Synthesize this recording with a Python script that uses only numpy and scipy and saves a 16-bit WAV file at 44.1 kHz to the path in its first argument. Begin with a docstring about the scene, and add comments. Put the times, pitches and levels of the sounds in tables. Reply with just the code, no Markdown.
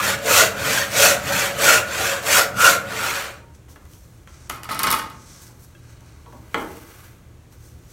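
"""A rip saw cuts down a pine stud clamped to a bench, close to one microphone in a small workshop.
Its teeth tear fibres in loud pushes and softer pulls, ringing stud and blade and shaking the bench.
The saw is laid down and metal clatters; a hand takes the stud, the vise lets go with a knock
and the stud slides out. Behind it all the room hums low."""
import sys
import numpy as np
from scipy import signal
from scipy.fft import rfft, irfft, next_fast_len
from scipy.io import wavfile
from scipy.ndimage import uniform_filter1d, map_coordinates

SR = 44100
rng = np.random.default_rng(int(sys.argv[2]) if len(sys.argv) > 2 else 0)


def output_pcm(signal):
    """Save a mono or channel-first signal as 16-bit PCM at the path in sys.argv[1].

    Samples are clipped to [-1, 1] before scaling.
    """
    pcm = np.clip(np.atleast_2d(signal).T, -1, 1) * 32767
    wavfile.write(sys.argv[1], SR, np.round(pcm).astype(np.int16))


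N = 349272

# saw strokes: (fastest at [s], speeding up [s], slowing down [s], tearing [dB], stud [dB], blade [dB],
# rasp [dB], bench [dB], stud lag [s], blade lag [s])
SAW_STROKES = [(0.079, 0.11, 0.1, -24, -31.5, -32, -21, -37.5, -0.013, 0.044),
               (0.379, 0.14, .11, -14.5, -21, -17.5, -18, -33.5, 0.0018, -0.00064),
               (0.749, 0.2, 0.14, -23, -32, -32, -22.5, -32.5, 0.0029, -0.072),
               (1.049, .13, 0.11, -13.5, -21, -18, -17.5, -38.5, 0.016, 0.026),
               (1.39, 0.18, .15, -23, -32, -27, -22.5, -34, 0.03, 0.0042),
               (1.702, 0.13, 0.11, -15, -22.5, -14.5, -17, -35, 0.0076, 0.012),
               (2.071, 0.22, 0.14, -26, -32.5, -30.5, -24, -38.5, 0.023, -0.011),
               (2.36, .12, 0.095, -14.5, -24, -20.5, -18, -38, 0.013, 0.033),
               (2.67, 0.1, 0.099, -15, -25.5, -11.5, -18.5, -36, 0.02, -0.021),
               (3.08, 0.24, 0.25, -29.5, -36, -28, -26.5, -41, -.02, -0.022)]
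# each layer's peak within a stroke: (exponent of time [1], drop over the rise or fall time [dB])
TEAR_SHAPE, STUD_SHAPE, BLADE_SHAPE = (2.1, 20.5), (3.5, 9.7), (1.67, 27)
RASP_SHAPE, BENCH_SHAPE = (2.53, 16.7), (1.4, 7.1)
# the blade out of the kerf: (time [s], frequency [Hz], level [dB], t60 [s], stilled at [s])
FREE_BLADE = (3.39, 926.5, -53, 2.5, 3.52)
# the saw's clearest contacts with the bench: (time [s], click [dB], ring [dB])
CONTACTS = [(4.4959, -22, -32.5), (4.5457, -32.5, -36.5), (4.6333, -37, -39), (4.6438, -31, -46.5),
            (4.6934, -32, -27), (4.7149, -22.5, -31), (4.7244, -23, -36.5), (4.747, -20.5, -35),
            (4.7924, -9.5, -22.5), (4.833, -5.5, -20), (4.8685, -18.5, -19), (4.9042, -10, -21.5),
            (4.9136, -4, -30.5), (4.9264, -7.5, -25.5), (4.9495, -13.5, -60.5), (4.9885, -23, -32.5),
            (5.1, -35, -43)]
# knocks and taps on wood: (time [s], body [dB], crack [dB], edge [dB])
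BLOWS = [(3.684, -32, -49, -56), (3.759, -34, -40, -54.5), (3.853, -46, -50, -47.5),
         (3.935, -44, -62, -42.5), (4.274, -44, -40, -46), (4.498, -20, -21.5, -19), (4.633, -32, -34, -27),
         (4.69, -13, -22.5, -32.5), (5.492, -32, -55, -53), (6.007, -33, -60, -44.5),
         (6.261, -22.5, -46, -61), (6.325, -20.5, -45, -59), (6.544, -1, -14.5, -28),
         (7.836, -42, -65, -52.5), (7.897, -43, -64, -54)]
# hands, cloth and wood brush past: (peak [s], rise [s], hold [s], fall [s], hiss [dB], top [dB], rub [dB])
BRUSHES = [(3.55, .03, 0.0036, .05, -57, -65.5, -67.5), (3.691, 0.01, 0.033, .09, -57, -58, -72),
           (3.926, 0.15, 0.019, 0.48, -57, -57.5, -71), (4.286, .015, 0.19, .03, -56.5, -73, -59.5),
           (5.302, 0.32, 0.071, 0.16, -48, -59, -56.5), (5.42, .03, 0.055, 0.08, -54, -54.5, -60),
           (5.626, .08, 0.021, .08, -60, -54, -71), (5.898, 0.42, 0.019, .15, -60, -67, -61),
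           (6.052, .08, 0.054, .5, -62, -69, -61), (6.325, .12, 0.031, .2, -66, -65.5, -77),
           (6.601, 0.11, 0.0092, 0.13, -50, -49, -44.5), (6.736, 0.25, 0.32, 0.18, -55.5, -53, -52),
           (7.524, 0.018, 0.0048, 0.062, -57.5, -58, -62.5), (7.647, .09, 0.024, .2, -56, -57.5, -66),
           (7.91, .09, .02, .1, -54, -57, -65.5)]
# the vise turns: (peak [s], rise [s], hold [s], fall [s], level [dB])
VISE_TURN = (6.05, 1.3, -0.07, 0.8, -67.5)
# a small metal part of the vise: (frequency [Hz], relative level [dB], t60 [s])
PING_MODES = [(1620, 0, 0.071), (2650, -6, .06), (3250, -8, 0.1)]

# resonances: (frequency [Hz], width [Hz], gain [dB])
STUD_MODES = [(455, 28, -3.5), (507.4, 41, -8), (559.3, 28, -1.5), (604.3, 16, -0.4), (640, 57, -9),
              (703, 41, -4.5)]
BLADE_MODES = [(1304, 35, -10), (1377, 25, -0.5), (1433, 26, 2), (1542, 9, -6)]
WEAK_MODES = [(364.4, 64, -0.5), (1104, 30, 3.5), (1290, 9.9, -9.5), (1630, 20, -7), (2060, 13, -11.5),
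              (2270, 26, -9.5), (2310, 16, -7.5), (2585, 31, -8.5), (2690, 23, 4.5), (3210, 30, -7),
              (3640, 31, -13.5)]  # of stud and blade
BENCH_MODES = [(91, 21, 5), (159, 14, -7), (192.6, 22, 2.5), (293, 20, 4.5)]
METAL_MODES = [(895, 59, -11.5), (1083, 22, -3), (1247, 27, 2), (1341, 35, -4), (1790, 20, -14.5),
               (2025, 25, -8), (2180, 30, -19.5), (2520, 12, -11.5), (2826, 60, -17), (3490, 33, -16),
               (4360, 38, -27)]
WOOD_MODES = [(190, 120, -11), (319, 34, 4.5), (489, 41, -1.5), (602, 74, -0.5), (878, 160, 2),
              (1136, 180, -2.5)]
RUB_MODES = [(900, 120, 2), (1097, 47, 13.5), (1280, 60, -6), (1700, 85, 5), (1964, 42, 6.5),
             (2450, 19, -11.5)]  # the sliding stud
VISE_MODES = [(2990, 70, 8), (3830, 46, 8.5), (4400, 70, 5.5)]

# noise spectra: (frequency [Hz], relative density [dB])
TEAR_SPECTRUM = [(1470, -41), (2500, -4), (2680, -2), (3980, -8), (4580, -5.5), (4950, -6), (5870, -3),
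                 (7710, -3.5), (8460, -7.5), (10400, -9.5), (11300, -9.5), (15000, -11.5), (16000, -22)]
RASP_SPECTRUM = [(250, -40), (420, -6.5), (800, -7), (1100, -1), (1700, 0.5), (2000, -3.5), (2700, -4),
                 (3300, -7), (4500, -15.5), (7000, -60.5)]  # wood chatter
CLICK_SPECTRUM = [(1500, -41.5), (2500, -11), (4500, -1.5), (7000, -11.5), (9500, 2.5), (12000, 3),
                  (15000, -7), (16000, -8)]
SCRAPE_SPECTRUM = [(880, -18.5), (1500, 4.5), (1860, -10.5), (2150, 0), (3300, -11), (3500, -5.5),
                   (5530, -7), (6520, -11.5), (9000, -11), (11700, -42), (19800, -120)]
CRACK_SPECTRUM = [(700, -6.5), (1300, 0.5), (2000, -3.5), (2600, -13.5), (3300, -7), (4000, -22),
                  (6000, -37)]
HISS_SPECTRUM = [(1470, -40.5), (2500, -7), (2780, -9.5), (3180, -7), (4050, -7), (4880, -5), (6070, 1),
                 (7170, -5), (8020, -3.5), (8480, -10.5), (9360, -6), (10100, -19.5), (11000, -18),
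                 (14300, -42), (22000, -120)]
HISS_TOP_SPECTRUM = [(5000, -29.5), (8000, -9.5), (10400, -5.5), (12500, -1), (15000, -5), (16000, -4)]
ROOM_SPECTRUM = [(13, -29), (22, -5.5), (53, 1), (92, -8.5), (140, -3.5), (211, -12.5), (356, -11),
                 (409, -17.5), (482, -16), (771, -25), (1100, -25.5), (5030, -35.5), (6440, -32),
                 (13900, -40.5), (16000, -40)]

# background hum: (frequency [Hz], width [Hz], level [dB])
HUM_BANDS = [(74.6, 14, -49.5), (116.8, 2.2, -52)]
# the workshop's decay: (frequency [Hz], t60 [s])
ROOM_DECAY = [(150, 1), (1200, 0.52), (4000, 0.29), (12000, 0.28)]
# bands cancelled by the microphone's housing: (frequency [Hz], width [Hz], depth [0-1])
MIC_DIPS = [(4960, 150, 0.36), (10440, 340, .5)]


def saw():
    """Many teeth tear fibres at once; the tearing rings the stud and the blade."""
    tear_db, stud_db, blade_db, rasp_db, _, stud_lag, blade_lag = np.transpose(SAW_STROKES)[3:]
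    tearing = strokes(tear_db, TEAR_SHAPE)
    teeth_hz = 900 * np.sqrt(tearing) * amp(.8 * wobble(40))  # faster strokes are louder
    bite = 1 + 0.11 * np.cos(2 * np.pi * np.cumsum(teeth_hz) / SR)
    fibres = bite * grit(spread_db=2, clump_db=0.73)
    shimmer = flicker(fibres, depth_db=3.5)
    rasp = unit(coloured(shimmer, RASP_SPECTRUM)) + amp(-12) * unit(ringing(fibres, WEAK_MODES))
    stud = unit(ringing(flicker(fibres, depth_db=3), STUD_MODES))
    return (tearing * unit(coloured(shimmer, TEAR_SPECTRUM))
            + strokes(rasp_db, RASP_SHAPE) * rasp
            + strokes(stud_db, STUD_SHAPE, stud_lag) * stud
            + strokes(blade_db, BLADE_SHAPE, blade_lag) * unit(ringing(shimmer, BLADE_MODES)))


def strokes(levels_db, shape, lag_s=0):
    """One layer's gain as the saw speeds up and slows down in each stroke."""
    fastest, rise, fall = np.transpose(SAW_STROKES)[:3]
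    return sum(swell(s, up, 0, down, db, *shape)
               for s, up, down, db in zip(fastest + lag_s, rise, fall, levels_db))


def flicker(x, depth_db):
    """The blade's small modes light up as its free length changes: narrow, short patches of random gain."""
    bands = signal.stft(x, nperseg=512)[2]
    patches = uniform_filter1d(rng.standard_normal(bands.shape), size=6, axis=1)
    return unit(signal.istft(bands * amp(depth_db * unit(patches)), nperseg=512)[1][:N])


def bench_rumble():
    """The bench top shakes under the saw, peaking just ahead of each stroke."""
    shaking = ringing(grit(spread_db=-1, clump_db=1), BENCH_MODES)
    rumble = unit(ringing(shaking, [(137, 42, 0)]))
    bench_db = np.transpose(SAW_STROKES)[7]
    return strokes(bench_db, BENCH_SHAPE, lag_s=-0.044) * amp(2.5 * wobble(9)) * rumble


def freed_blade():
    """The blade leaves the kerf and rings in one mode until it is stilled."""
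    start, hz, db, t60, stilled = FREE_BLADE
    t = np.maximum(np.arange(N) / SR - start, 0)
    damping_db = 60 * np.maximum(t + start - stilled, 0) / 0.17
    attack = 1 - np.exp(-t / 0.023)
    return amp(db - 60 * t / t60 - damping_db) * attack * np.sin(2 * np.pi * hz * t)


def clatter():
    """The saw rattles on the bench: bright clicks over a rough ring, a scrape and a dull thud."""
    times, click_db, ring_db = np.transpose(CONTACTS)

    def after_contacts(decay_s, rise_s):
        return sum(swell(s + rise_s, rise_s, 0, decay_s / 3, db) for s, db in zip(times, ring_db))

    slips = grit(spread_db=1, clump_db=2)
    rattling = after_contacts(.22, .002)
    ring = unit(ringing(slips, METAL_MODES)) * after_contacts(.21, .011)
    clang = ringing(strikes(times, ring_db + 24), METAL_MODES)
    scrape = unit(coloured(flicker(slips, depth_db=2.5), SCRAPE_SPECTRUM)) * rattling
    thud = unit(ringing(slips, [(184, 280, -2.5), (348.5, 240, 0), (622, 430, -9)]))
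    thud *= after_contacts(.3, .011)
    return ring + clang + amp(-5) * scrape + amp(-16) * thud + clicks(times, click_db, rattling)


def clicks(times, levels_db, rattling, ticks_per_s=95):
    """Each metal contact is a push, a snap and a short sizzle; small ticks chatter unevenly between."""
    tick_count = np.floor(np.cumsum(ticks_per_s * amp(4 * wobble(70))) / SR)
    ticks = np.diff(tick_count, prepend=0) * amp(-2 + 2.5 * rng.standard_normal(N)) * rattling
    puff = rng.standard_normal(SR // 20) * amp(-60 * np.arange(SR // 20) / SR / .003)
    snaps = bursts(times, levels_db, t60=.003) + signal.fftconvolve(ticks, puff)[:N]
    sizzle = bursts(times, levels_db - 15, t60=.045)
    pushes = strikes(times, levels_db) + ticks
    return coloured(amp(9) * pushes + snaps + sizzle, CLICK_SPECTRUM)


def knocks():
    """Blows ring the wood, the lowest modes building up late. Returns the body and its bright crack."""
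    times, body_db, crack_db, edge_db = np.transpose(BLOWS)
    force = bursts(times, body_db, t60=0.072, rise_s=0.0042) + strikes(times, body_db + 2)
    body = ringing(ringing(force, WOOD_MODES), [(507, 2000, 0)])
    thump = ringing(bursts(times, body_db + 3, t60=0.12, rise_s=.02), WOOD_MODES[:3])
    crack = coloured(bursts(times, crack_db, t60=0.045), CRACK_SPECTRUM)
    edge = coloured(bursts(times, edge_db, t60=0.012), TEAR_SPECTRUM)
    return body + thump, crack + edge


def vise_ping(start_s=5.751, level_db=-46.5):
    """A small metal part of the vise is touched and rings briefly."""
    t = np.maximum(np.arange(N) / SR - start_s, 0)
    return sum(amp(level_db + db - 60 * t / t60) * np.sin(2 * np.pi * hz * t)
               for hz, db, t60 in PING_MODES)


def handling():
    """Soft friction at the bench: a hiss, its fine top, a duller rub and the turning vise's thin whine."""
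    hiss, top, rubbing = (sum(swell(*row[:4], row[k]) for row in BRUSHES) for k in (4, 5, 6))
    slips = grit(spread_db=2, clump_db=0.9)
    rub = unit(ringing(slips, RUB_MODES)) + amp(5) * unit(coloured(slips, RASP_SPECTRUM))
    return (hiss * unit(coloured(slips, HISS_SPECTRUM))
            + top * unit(coloured(slips, HISS_TOP_SPECTRUM))
            + (rubbing + amp(-68.5)) * unit(rub)  # someone keeps moving about
            + swell(*VISE_TURN) * unit(ringing(slips, VISE_MODES)))


def room_tone():
    """Steady workshop air with a low, wavering hum."""
    air = unit(filtered(rng.standard_normal(N), lambda hz: amp(along(ROOM_SPECTRUM, hz))))
    hum = sum(amp(db) * unit(ringing(rng.standard_normal(N), [(hz, width, 0)]))
              for hz, width, db in HUM_BANDS)
    return amp(-50.5) * air + hum


def reverb(x):
    """The near walls answer 7 ms after the direct sound; the lows linger longest."""
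    hz, t, bands = signal.stft(rng.standard_normal(SR // 2), SR, nperseg=256)
    tail = signal.istft(bands * amp(-60 * t / along(ROOM_DECAY, hz)[:, None]), SR, nperseg=256)[1]
    return signal.fftconvolve(np.pad(x, (300, 0)), tail / np.linalg.norm(tail))[:N]


def grit(spread_db, clump_db):
    """Dense random slips of uneven size that come in clumps, rms 1."""
    size_db = spread_db * np.minimum(rng.exponential(size=N), 5) + clump_db * (wobble(60) + wobble(250))
    return unit(rng.standard_normal(N) * amp(size_db))


def bursts(times, levels_db, t60, rise_s=.0001):
    """A short dying puff of noise at each time."""
    out, t = np.zeros(N + SR), np.arange(1, SR // 10) / SR
    attack = 1 - np.exp(-t / rise_s)
    for s, db in zip(times, levels_db):
        out[round(s * SR):][:len(t)] += amp(db - 60 * t / t60) * attack * rng.standard_normal(len(t))
    return out[:N]


def strikes(times, levels_db):
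    """One sharp push at each time, slightly uneven in strength."""
    return np.bincount(np.round(times * SR).astype(int), amp(levels_db + rng.normal(0, 1, len(times))), N)


def swell(peak_s, rise, hold, fall, db, power=0.91, drop_db=19):
    """Gain that climbs drop_db over the rise time, holds, and sinks drop_db over the fall time."""
    t = np.arange(0, N, 8) / SR - peak_s
    away = np.maximum(-t, 0) / abs(rise) + np.maximum(t - abs(hold), 0) / abs(fall)
    return np.repeat(amp(np.maximum(db - drop_db * away ** power, -140)), 8)[:N]


def ringing(x, modes):
    """x through resonances of alternating sign."""
    return filtered(x, lambda f: sum((-1) ** k * amp(db) * 1j * f * width / (hz**2 - f**2 + 1j * f * width)
                                     for k, (hz, width, db) in enumerate(modes)))


def coloured(x, spectrum):
    """x through a minimum-phase filter, so that nothing sounds before a blow."""
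    gain = amp(along(spectrum, np.fft.rfftfreq(4096, 1 / SR)))
    cepstrum = irfft(np.log(np.maximum(gain, 1e-6)))
    cepstrum[1:2048] *= 2
    cepstrum[2049:] = 0
    impulse = unit(irfft(np.exp(rfft(cepstrum)))) / np.sqrt(4096)
    return signal.fftconvolve(x, impulse)[:N]


def filtered(x, response):
    """x through a complex response of frequency."""
    size = next_fast_len(N + SR // 2)
    return irfft(rfft(x, size) * response(np.fft.rfftfreq(size, 1 / SR)), size)[:N]


def wobble(rate):
    """A smooth random curve, rate knots a second."""
    return map_coordinates(rng.standard_normal(int(N * rate / SR) + 4), [np.arange(N) * rate / SR])


def along(points, hz):
    """Interpolates (frequency [Hz], value) points on a log axis."""
    knots_hz, values = np.transpose(points)
    return np.interp(np.log(hz + 1), np.log(knots_hz + 1), values)


def amp(db):
    """dB to gain."""
    return 10 ** (np.asarray(db) / 20)


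def unit(x):
    """Scaled to rms 1."""
    return x / np.sqrt(np.mean(x ** 2) + 1e-20)


def scene():
    """What reaches the microphone: all sources direct, plus the room's answer to cut, clatter and knocks."""
    cut, bench, metal = saw(), bench_rumble(), clatter()
    wood, crack = knocks()
    direct = cut + bench + metal + wood + crack + freed_blade() + vise_ping() + handling() + room_tone()
    return (direct + amp(-9) * reverb(cut) + amp(-8.5) * reverb(metal)
            + reverb(wood + amp(-4.5) * crack))[None]


def record(dry, low_cut_hz=29, top_hz=15900):
    """A mono microphone with two dips and a low cut; peaks round off at full scale below a band limit."""
    def microphone(f):
        dips = [1 - depth / (1 + (2 * (f - hz) / width) ** 2) for hz, width, depth in MIC_DIPS]
        return np.prod(dips, axis=0) / (1 + (low_cut_hz / (f + 1)) ** 6)

    x = filtered(dry[0], microphone)
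    rounded = x / (1 + np.abs(x) ** 8) ** (1 / 8)
    return filtered(rounded, lambda hz: hz < top_hz)[None]


dry = scene()
out = record(dry)
output_pcm(out)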